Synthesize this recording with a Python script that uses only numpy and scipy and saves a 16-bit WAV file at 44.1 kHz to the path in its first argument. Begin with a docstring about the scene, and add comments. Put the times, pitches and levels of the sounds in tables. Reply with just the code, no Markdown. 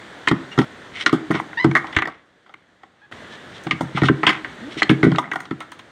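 """Skateboard on a concrete ledge

A board is popped against a curved ledge several times, over the outdoor air of a park.
Impacts of tail, trucks and wheels excite short resonances (cracks) and the bending modes of the
plywood deck (booms), and shake loose hardware. Friction makes the soles scuff and squeak,
the wheels skid and a bushing creak. Wall and paving scatter a brief echo."""
import sys
import numpy as np
from scipy import signal
from scipy.fft import rfft, irfft
from scipy.io import wavfile
from scipy.ndimage import uniform_filter1d, minimum_filter1d

SR = 44100
rng = np.random.default_rng(int(sys.argv[2]) if len(sys.argv) > 2 else 0)


def waveform_to_disk(signal):
    """Save audio, clipped to [-1, 1], as 16-bit WAV at the path in sys.argv[1]."""
    frames = np.transpose(np.atleast_2d(signal))
    scaled = np.clip(frames, -1, 1) * 32767
    samples = np.round(scaled).astype(np.int16)
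    wavfile.write(sys.argv[1], SR, samples)


N = 260631
CUTOFF_S = .648  # everything that sounds before here stops abruptly

# Hard contacts with the concrete. Each row: start in seconds, level in dB, clearest ring in Hz,
# treble lift above 4 kHz in dB, chatter t60 in seconds.
CONTACTS = [(.273, -1, 2100, -6, .055), (.283, -9, 1450, 26, .05), (.312, -4, 1250, 3, .035),
            (.576, -11, 1340, 5, .07), (.587, -4, 1350, 14, .06), (.614, -15, 1310, 11, .1),
            (1.061, 1.5, 1400, 17, .066), (1.093, -13, 1990, 3, .04), (1.126, -11, 1250, 9, .17),
            (1.307, -11, 1410, -6, .085), (1.344, -15, 1450, -3, .054), (1.353, -14, 1230, 12, .14),
            (1.398, -10, 1340, -8, .022), (1.53, -22, 1400, -10, .025), (1.643, -7, 1080, 11, .066),
            (1.712, -15, 1450, 6, .027), (1.751, 0, 2070, -30, .12), (1.764, -10, 1920, -13, .03),
            (1.842, -17, 1200, -16, .035), (1.868, -30, 3900, 14, .03), (1.926, -22, 1990, 4, .08),
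            (1.948, -24, 3000, 4, .05), (1.964, 1.5, 1965, 0, .045), (1.986, -7, 1960, -2.5, .05),
            (2.02, -7, 1970, -12, .05), (2.054, -13, 1890, -9, .033), (2.073, -17, 1140, -5, .09),
            (2.461, -39, 1360, 3, .17), (2.493, -36, 1055, 8, .1), (2.539, -27, 2000, -3, .024),
            (2.833, -30, 1100, 6, .05), (3.122, -24, 1870, 7, .02), (3.668, -16, 1160, 13, .04),
            (3.709, -4, 1900, 9, .07), (3.808, -9, 800, 14, .05), (3.973, -9, 1220, -4, .12),
            (4.017, -11, 1400, 5, .06), (4.033, -8, 1370, -2, .12), (4.084, -1.5, 1990, -12, .04),
            (4.231, -7, 1475, -3, .14), (4.236, -5, 1060, -14, .04), (4.266, 2.5, 2040, 4, .1),
            (4.275, -5, 1890, 0, .05), (4.291, -5, 2010, -3, .085), (4.445, -15, 1760, -6, .09),
            (4.819, .6, 1940, -4, .04), (4.829, -7, 4200, 14, .03), (4.893, -4, 1700, 5, .11),
            (5.029, -3, 1470, 3, .15), (5.117, -16, 1400, 0, .034), (5.147, -16, 1270, -15, .05),
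            (5.159, -16, 3780, 0, .02), (5.183, -3, 1220, 14, .045), (5.314, -11, 1890, -6, .045),
            (5.334, -15, 1380, -12, .04), (5.357, -10, 1420, -3, .04), (5.403, -20, 1405, 6, .03),
            (5.452, -28, 1400, 16, .06), (5.509, -17, 1325, 0, .06), (5.604, -22, 1320, 9, .13),
            (5.718, -26, 1300, 14, .085), (5.792, -29, 1360, 14, .074)]


def amp(db):
    return 10 ** (np.asarray(db) / 20)


def unit_rms(x):
    return x / np.sqrt(np.mean(x ** 2) + 1e-20)


def add(mix, start, sound):
    """Superposition: mixes a sound in; one begun before CUTOFF_S cannot ring past it."""
    if start < CUTOFF_S:
        sound = sound[:round((CUTOFF_S - start) * SR)]
    part = mix[round(start * SR):][:len(sound)]
    part += sound[:len(part)]


def park_air():
    """Spectrally shaped noise with faint random patches; level and rumble change in steps."""
    # Spectrum of the air. 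Each row: frequency in Hz, relative spectral density in dB.
    spectrum = [(24, -49.5), (40, -13), (85, -2.5), (292, -0.5), (1050, -7.5), (1830, -3), (2540, -15),
                (3430, -11.5), (5140, -25.5), (6280, -25), (8700, -30), (11000, -45), (15200, -48.5),
                (16300, -66)]
    # Steps in the air. Each row: start in seconds, level in dB, rumble lift in dB.
    steps = [(0, -40, -2), (.648, -41.5, 0), (2.0, -57.5, 0), (3.114, -40.5, 0), (4.48, -39.5, 2),
             (5.2, -48, 0)]
    frames, hz = N // 256 + 5, np.fft.rfftfreq(1024, 1 / SR)
    real, imag, patches = rng.standard_normal((frames, 513, 3)).T
    patch_db = unit_rms(uniform_filter1d(uniform_filter1d(patches, 12, 0), 14, 1))
    knot_hz, knot_db = np.transpose(spectrum)
    shape_db = np.interp(np.log(hz + 1), np.log(knot_hz), knot_db)
    spectra = (real + 1j * imag) * amp(shape_db[:, None] + patch_db)
    starts, level_db, rumble_db = np.transpose(steps)
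    frame_step = np.searchsorted(starts[1:], np.arange(frames) * 256 / SR)
    spectra *= amp(rumble_db[frame_step] / (1 + (hz[:, None] / 300) ** 2))
    noise = signal.istft(spectra, nperseg=1024, noverlap=768)[1][:N]
    step = np.searchsorted(starts, np.arange(N) / SR, "right") - 1
    return amp(level_db[step]) * unit_rms(noise)


def ledge_echo(sound, t60=.28):
    """Scattering off the curved wall and paving: sparse reflections whose treble dies first."""
    taps = np.zeros(SR // 2)
    slots = np.arange(300, len(taps) - 20, 20)
    taps[slots + rng.integers(0, 20, len(slots))] = rng.choice([-1., 1.], len(slots))
    hz, t, spectra = signal.stft(taps, SR, nperseg=256)
    decay = amp(-60 * t / t60 * (.5 + hz[:, None] / 5000))  # t60 holds at 2.5 kHz
    tail = signal.istft(spectra * decay * (hz[:, None] > 0), SR, nperseg=256)[1]
    return signal.fftconvolve(sound, tail / np.linalg.norm(tail))[:N]


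def hardware_rattles(t60=.15, ticks_per_s=350):
    """Repeated collisions: loose washers and bearings tick over a thin fizz, then settle."""
    # Shakes from blows to the board. Each row: start in seconds, level in dB.
    shakes = [(.587, -39), (1.128, -46), (1.31, -46), (1.396, -51), (1.77, -46), (3.636, -50), (3.808, -44),
              (4.3, -44), (4.9, -45), (5.04, -46), (5.19, -46), (5.333, -51), (5.357, -49), (5.403, -46),
              (5.604, -52), (5.718, -52), (5.79, -57)]
    # Resonances of the metal. Each row: frequency in Hz, width in Hz, gain in dB.
    metal_modes = [(6500, 1800, 0), (8600, 1400, -1), (11000, 3000, -16), (15300, 1100, -15)]
    out, t = np.zeros(N), np.arange(8192) / SR
    hz = np.fft.rfftfreq(len(t), 1 / SR)
    mode_hz, width, mode_db = np.transpose(metal_modes)[:, :, None]
    metal = (amp(mode_db) / (1 + 2j * (hz - mode_hz) / width) ** 2).sum(0)
    settle = amp(-60 * t / t60) * (.8 + .7 * np.exp(-t / .006))
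    for start, db in shakes:
        ticks = rng.standard_normal(len(t)) * (.11 + (rng.random(len(t)) < ticks_per_s / SR))
        add(out, start, amp(db) * settle * unit_rms(irfft(rfft(ticks) * metal)))
    return out


def ring_response(hz, centre_hz, treble_db, spread_db):
    """Damped resonators in parallel; low ones weaken with distance from the contact's favoured pitch."""
    # Short rings of ply, trucks and kerb. Each row: frequency in Hz, bandwidth in Hz, gain in dB.
    resonances = [(775, 203, 2.5), (1030, 110, 2.5), (1251, 218, -0.5), (1565, 213, -3.5), (1862, 172, 0),
                  (2135, 274, 0), (3090, 650, -9.5), (3740, 484, -13), (4184, 474, -20), (5500, 850, -23.5),
                  (6340, 1700, -29.5), (8760, 780, -31.5), (11500, 3000, -57.5), (15200, 1200, -72.5)]
    mode_hz, width, db = np.transpose(resonances)
    near_db = -7.5 * np.log2(np.minimum(mode_hz, 2500) / np.minimum(centre_hz, 2500)) ** 2
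    db = db + near_db + treble_db * np.clip(np.log2(mode_hz / 2000), 0, 1) + spread_db
    signs = (-1) ** np.arange(len(mode_hz))
    modes = (signs * amp(db))[:, None] / (1 + 2j * (hz - mode_hz[:, None]) / width[:, None])
    return modes.sum(0) / (1 + 400 / (1j * hz + 1)) / (1 + 1j * hz / 8200) ** 2


def scrapes(swell_share=.4):
    """Sliding friction: dense grit clicks of uneven size drive the short rings, swelling and fading."""
    # Soles rasping on grip tape and wheels skidding. Each row: start and length in seconds,
    # level and brightness in dB.
    slides = [(.505, .06, -36, 3), (.92, .13, -33, 8), (.99, .058, -25, 12), (1.09, .2, -42, -5),
              (1.31, .11, -31, 6), (1.76, .25, -36, -9), (1.97, .28, -46, 3), (3.29, .1, -43, 18),
              (3.5, .14, -44, 18), (3.94, .09, -27, 7), (4.02, .09, -26, 15), (4.27, .16, -27, 1.5),
              (4.7, .07, -37, 15), (4.76, .07, -25, 13), (5.187, .13, -34, -5.5), (5.31, .2, -40, -5)]
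    out, size = np.zeros(N), 16384
    hz, t = np.fft.rfftfreq(size, 1 / SR), np.arange(size) / SR
    for start, length, db, bright_db in slides:
        grit = rng.standard_normal(size) * amp(3 * np.minimum(rng.exponential(1, size), 4))
        grit *= rng.random(size) < .2
        grip = unit_rms(uniform_filter1d(rng.standard_normal(size), size=200))  # catches and lets go
        body = ring_response(hz, 1700 * 2 ** (bright_db / 15), bright_db, 0)
        rasp = unit_rms(irfft(rfft(grit * amp(2.5 * grip)) * body))
        swell = np.interp(t / length, [0, swell_share, 1], [0, 1, 0]) ** 1.22
        add(out, start, amp(db) * rasp * swell)
    return out


def stick_slip(length, first_hz, last_hz, db, harmonics_db, wobble):
    """Stick-slip oscillation: a gliding harmonic series, unsteady in pitch and strength."""
    count = round(length * SR)
    drifts = uniform_filter1d(uniform_filter1d(rng.standard_normal((2, SR // 4)), size=120), size=60)
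    shake, grip = (unit_rms(drift)[:count] for drift in drifts)
    cycles = np.cumsum(np.linspace(first_hz, last_hz, count) * (1 + wobble * shake)) / SR
    tone = sum(gain * np.cos(2 * np.pi * k * cycles) for k, gain in enumerate(amp(harmonics_db), 1))
    return amp(db + 1.5 * grip) * unit_rms(tone) * signal.windows.tukey(count, .45)


def squeaks_and_creak():
    """Stick-slip friction in rubber: soles squeak and a loaded bushing creaks."""
    # Sole slips. Each row: start and length in seconds, first and last pitch in Hz, level in dB.
    slips = [(.512, .03, 1430, 1425, -37), (1.571, .027, 890, 950, -20), (1.595, .024, 965, 1005, -20),
             (1.618, .03, 1000, 1050, -27), (3.01, .06, 822, 850, -51), (3.3, .07, 860, 890, -45)]
    # Relative levels of a squeak's harmonics in dB, from the fundamental up.
    harmonics_db = [0, 11, -7, -6, -16, -27]
    # One slip of the bushing, with the same columns as a sole slip.
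    creak = (4.605, .105, 194, 345, -35)
    out = np.zeros(N)
    for start, *slip in slips:
        add(out, start, stick_slip(*slip, harmonics_db, wobble=.02))
    add(out, creak[0], stick_slip(*creak[1:], harmonics_db=[0, -18], wobble=.01))
    return out


def deck_notes():
    """Free vibration: after some blows a single deck mode rings on as a damped sinusoid."""
    # Clear notes. Each row: start in seconds, frequency in Hz, level in dB, t60 in seconds.
    notes = [(3.71, 1217, -13, .05), (4.267, 3230, -11, .04), (4.276, 1040, -8, .075),
             (4.276, 1580, -11, .09), (4.82, 1065, -11, .04), (5.187, 990, -16, .12)]
    out, t = np.zeros(N), np.arange(8192) / SR
    for start, hz, db, t60 in notes:
        add(out, start, amp(db - 60 * t / t60) * np.sin(2 * np.pi * hz * t) * np.minimum(t / .002, 1))
    return out


def deck_booms(damping=1.5, knock_db=-18, knock_tilt_db=6):
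    """Modal vibration: a blow bends the deck, and where it lands favours the low or the high modes."""
    # Soft blows. Each row: start in seconds, level in dB, tilt up to 400 Hz in dB per octave.
    blows = [(.309, -2.5, -2.5), (.575, -8, -2), (.583, 0, 1.5), (1.126, -3, 5), (1.3, -7.5, -1),
             (1.343, -12.5, -2.5), (1.643, -1, -1), (1.664, -4.5, -1), (1.709, -19, -4), (3.662, -17, -3),
             (3.728, -18, -11), (3.804, -14, -1), (3.828, -18, -12), (3.945, -14, -12), (4.017, -3, -9),
             (4.04, -12, 0), (4.094, -1.5, -1.5), (4.229, -16, 9.5), (4.285, -14, 7), (4.764, -21, 6),
             (4.893, -.6, -2), (4.909, -4.5, 4), (4.922, -12.5, 1.5), (5.029, -.6, 1.5), (5.044, -11, 3.5),
             (5.064, 0, 1.5), (5.116, -9.5, -7.5), (5.508, -14, 1.5)]
    # Bending modes. Each row: frequency in Hz, gain in dB, t60 of the free deck in seconds.
    bending_modes = [(94.5, -20, 0.26), (136.7, -8, 0.29), (168.7, 2.5, 0.14), (211, 0.5, 0.14),
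                     (262.7, 3.5, 0.13), (312.5, 8.5, 0.092), (384.7, -3, 0.13), (527.6, -23, 0.092),
                     (718, -25.5, 0.083)]
    out, t = np.zeros(N), np.arange(14000) / SR
    hz, mode_db, free_t60 = np.transpose(bending_modes)[:, :, None]
    decay_db = 60 * t * damping / free_t60  # ground and feet shorten the ring
    knocks = [(start, db + knock_db, knock_tilt_db) for start, db, *_ in CONTACTS]
    for start, db, tilt_db in blows + knocks:
        spot_db = tilt_db * np.log2(np.minimum(hz, 400) / 250)
        spot_db += 2 * rng.standard_normal(hz.shape)  # no two blows land on the same spot
        detune = 1 + .012 * rng.standard_normal(hz.shape)
        boom = (amp(mode_db + spot_db - decay_db) * np.sin(2 * np.pi * hz * detune * t)).sum(0)
        boom *= (1 - np.exp(-t / .0044)) * (1 + .91 * np.exp(-t / .024))  # the first swings are strong, then quickly fall back to the ring
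        add(out, start + .004, amp(db) * boom / abs(boom).max())
    # A narrow deck radiates little deep bass.
    return signal.sosfilt(signal.butter(2, 95, "high", fs=SR, output="sos"), out)


def air_thump():
    """Air displacement: the board slams flat and pushes out one low pressure pulse."""
    # The pulse: start in seconds, level in dB, frequency in Hz, width in seconds.
    pulse = (1.964, -14, 85, .004)
    start, db, hz, width = pulse
    out, t = np.zeros(N), np.arange(14000) / SR
    add(out, start, amp(db) * np.sin(2 * np.pi * hz * t) * t / width * np.exp(1 - t / width))
    return out


def contact_cracks():
    """Impact excitation: a snap and the chatter of crushed grit drive the rings and one woody note."""
    out, t = np.zeros(N), np.arange(8192) / SR
    hz = np.fft.rfftfreq(len(t), 1 / SR)
    snap = 1.1 * amp(-60 * t / .012)
    for start, db, ring_hz, treble_db, t60 in CONTACTS:
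        chatter = rng.standard_normal(len(t)) * amp(3.5 * rng.standard_normal(len(t)))
        chatter *= (amp(-60 * t / t60) + snap) * np.minimum(t / .001, 1)
        note = amp(4.5) / (1 + 2j * (hz - ring_hz) / (.027 * ring_hz)) / (1 + (hz / 5000) ** 2)
        spread_db = 2.13 * rng.standard_normal(14)  # one gain offset for each short ring
        body = ring_response(hz, ring_hz, treble_db, spread_db)
        crack = irfft(rfft(chatter) * (body + note) / (1 + 1j * hz / 13000))[:-400]
        peak_power = uniform_filter1d(crack ** 2, size=200).max()
        add(out, start, amp(db) * crack / np.sqrt(6.5 * peak_power))
    return out


def scene():
    """Superposition of direct sound, echo and air; the first echo also stops at CUTOFF_S."""
    board = contact_cracks() + deck_booms() + air_thump() + deck_notes() + squeaks_and_creak()
    before = np.arange(N) < CUTOFF_S * SR
    echoes = ledge_echo(board * before) * before + ledge_echo(board * ~before)
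    return (board + amp(-19) * echoes + scrapes() + hardware_rattles() + park_air())[None]


def record(dry):
    """Peak limiting: a bass cut, a quick gain dip that holds peaks at full scale, then a low-pass."""
    dry = signal.sosfilt(signal.butter(2, 70, "high", fs=SR, output="sos"), dry)
    gain = minimum_filter1d(1 / np.maximum(abs(dry), 1), size=161)
    limited = dry * uniform_filter1d(gain, size=81)
    low_pass = signal.firwin(511, 16400, window=("kaiser", 9), fs=SR)
    return signal.oaconvolve(limited, low_pass[None], "same")


dry = scene()
out = record(dry)
waveform_to_disk(out)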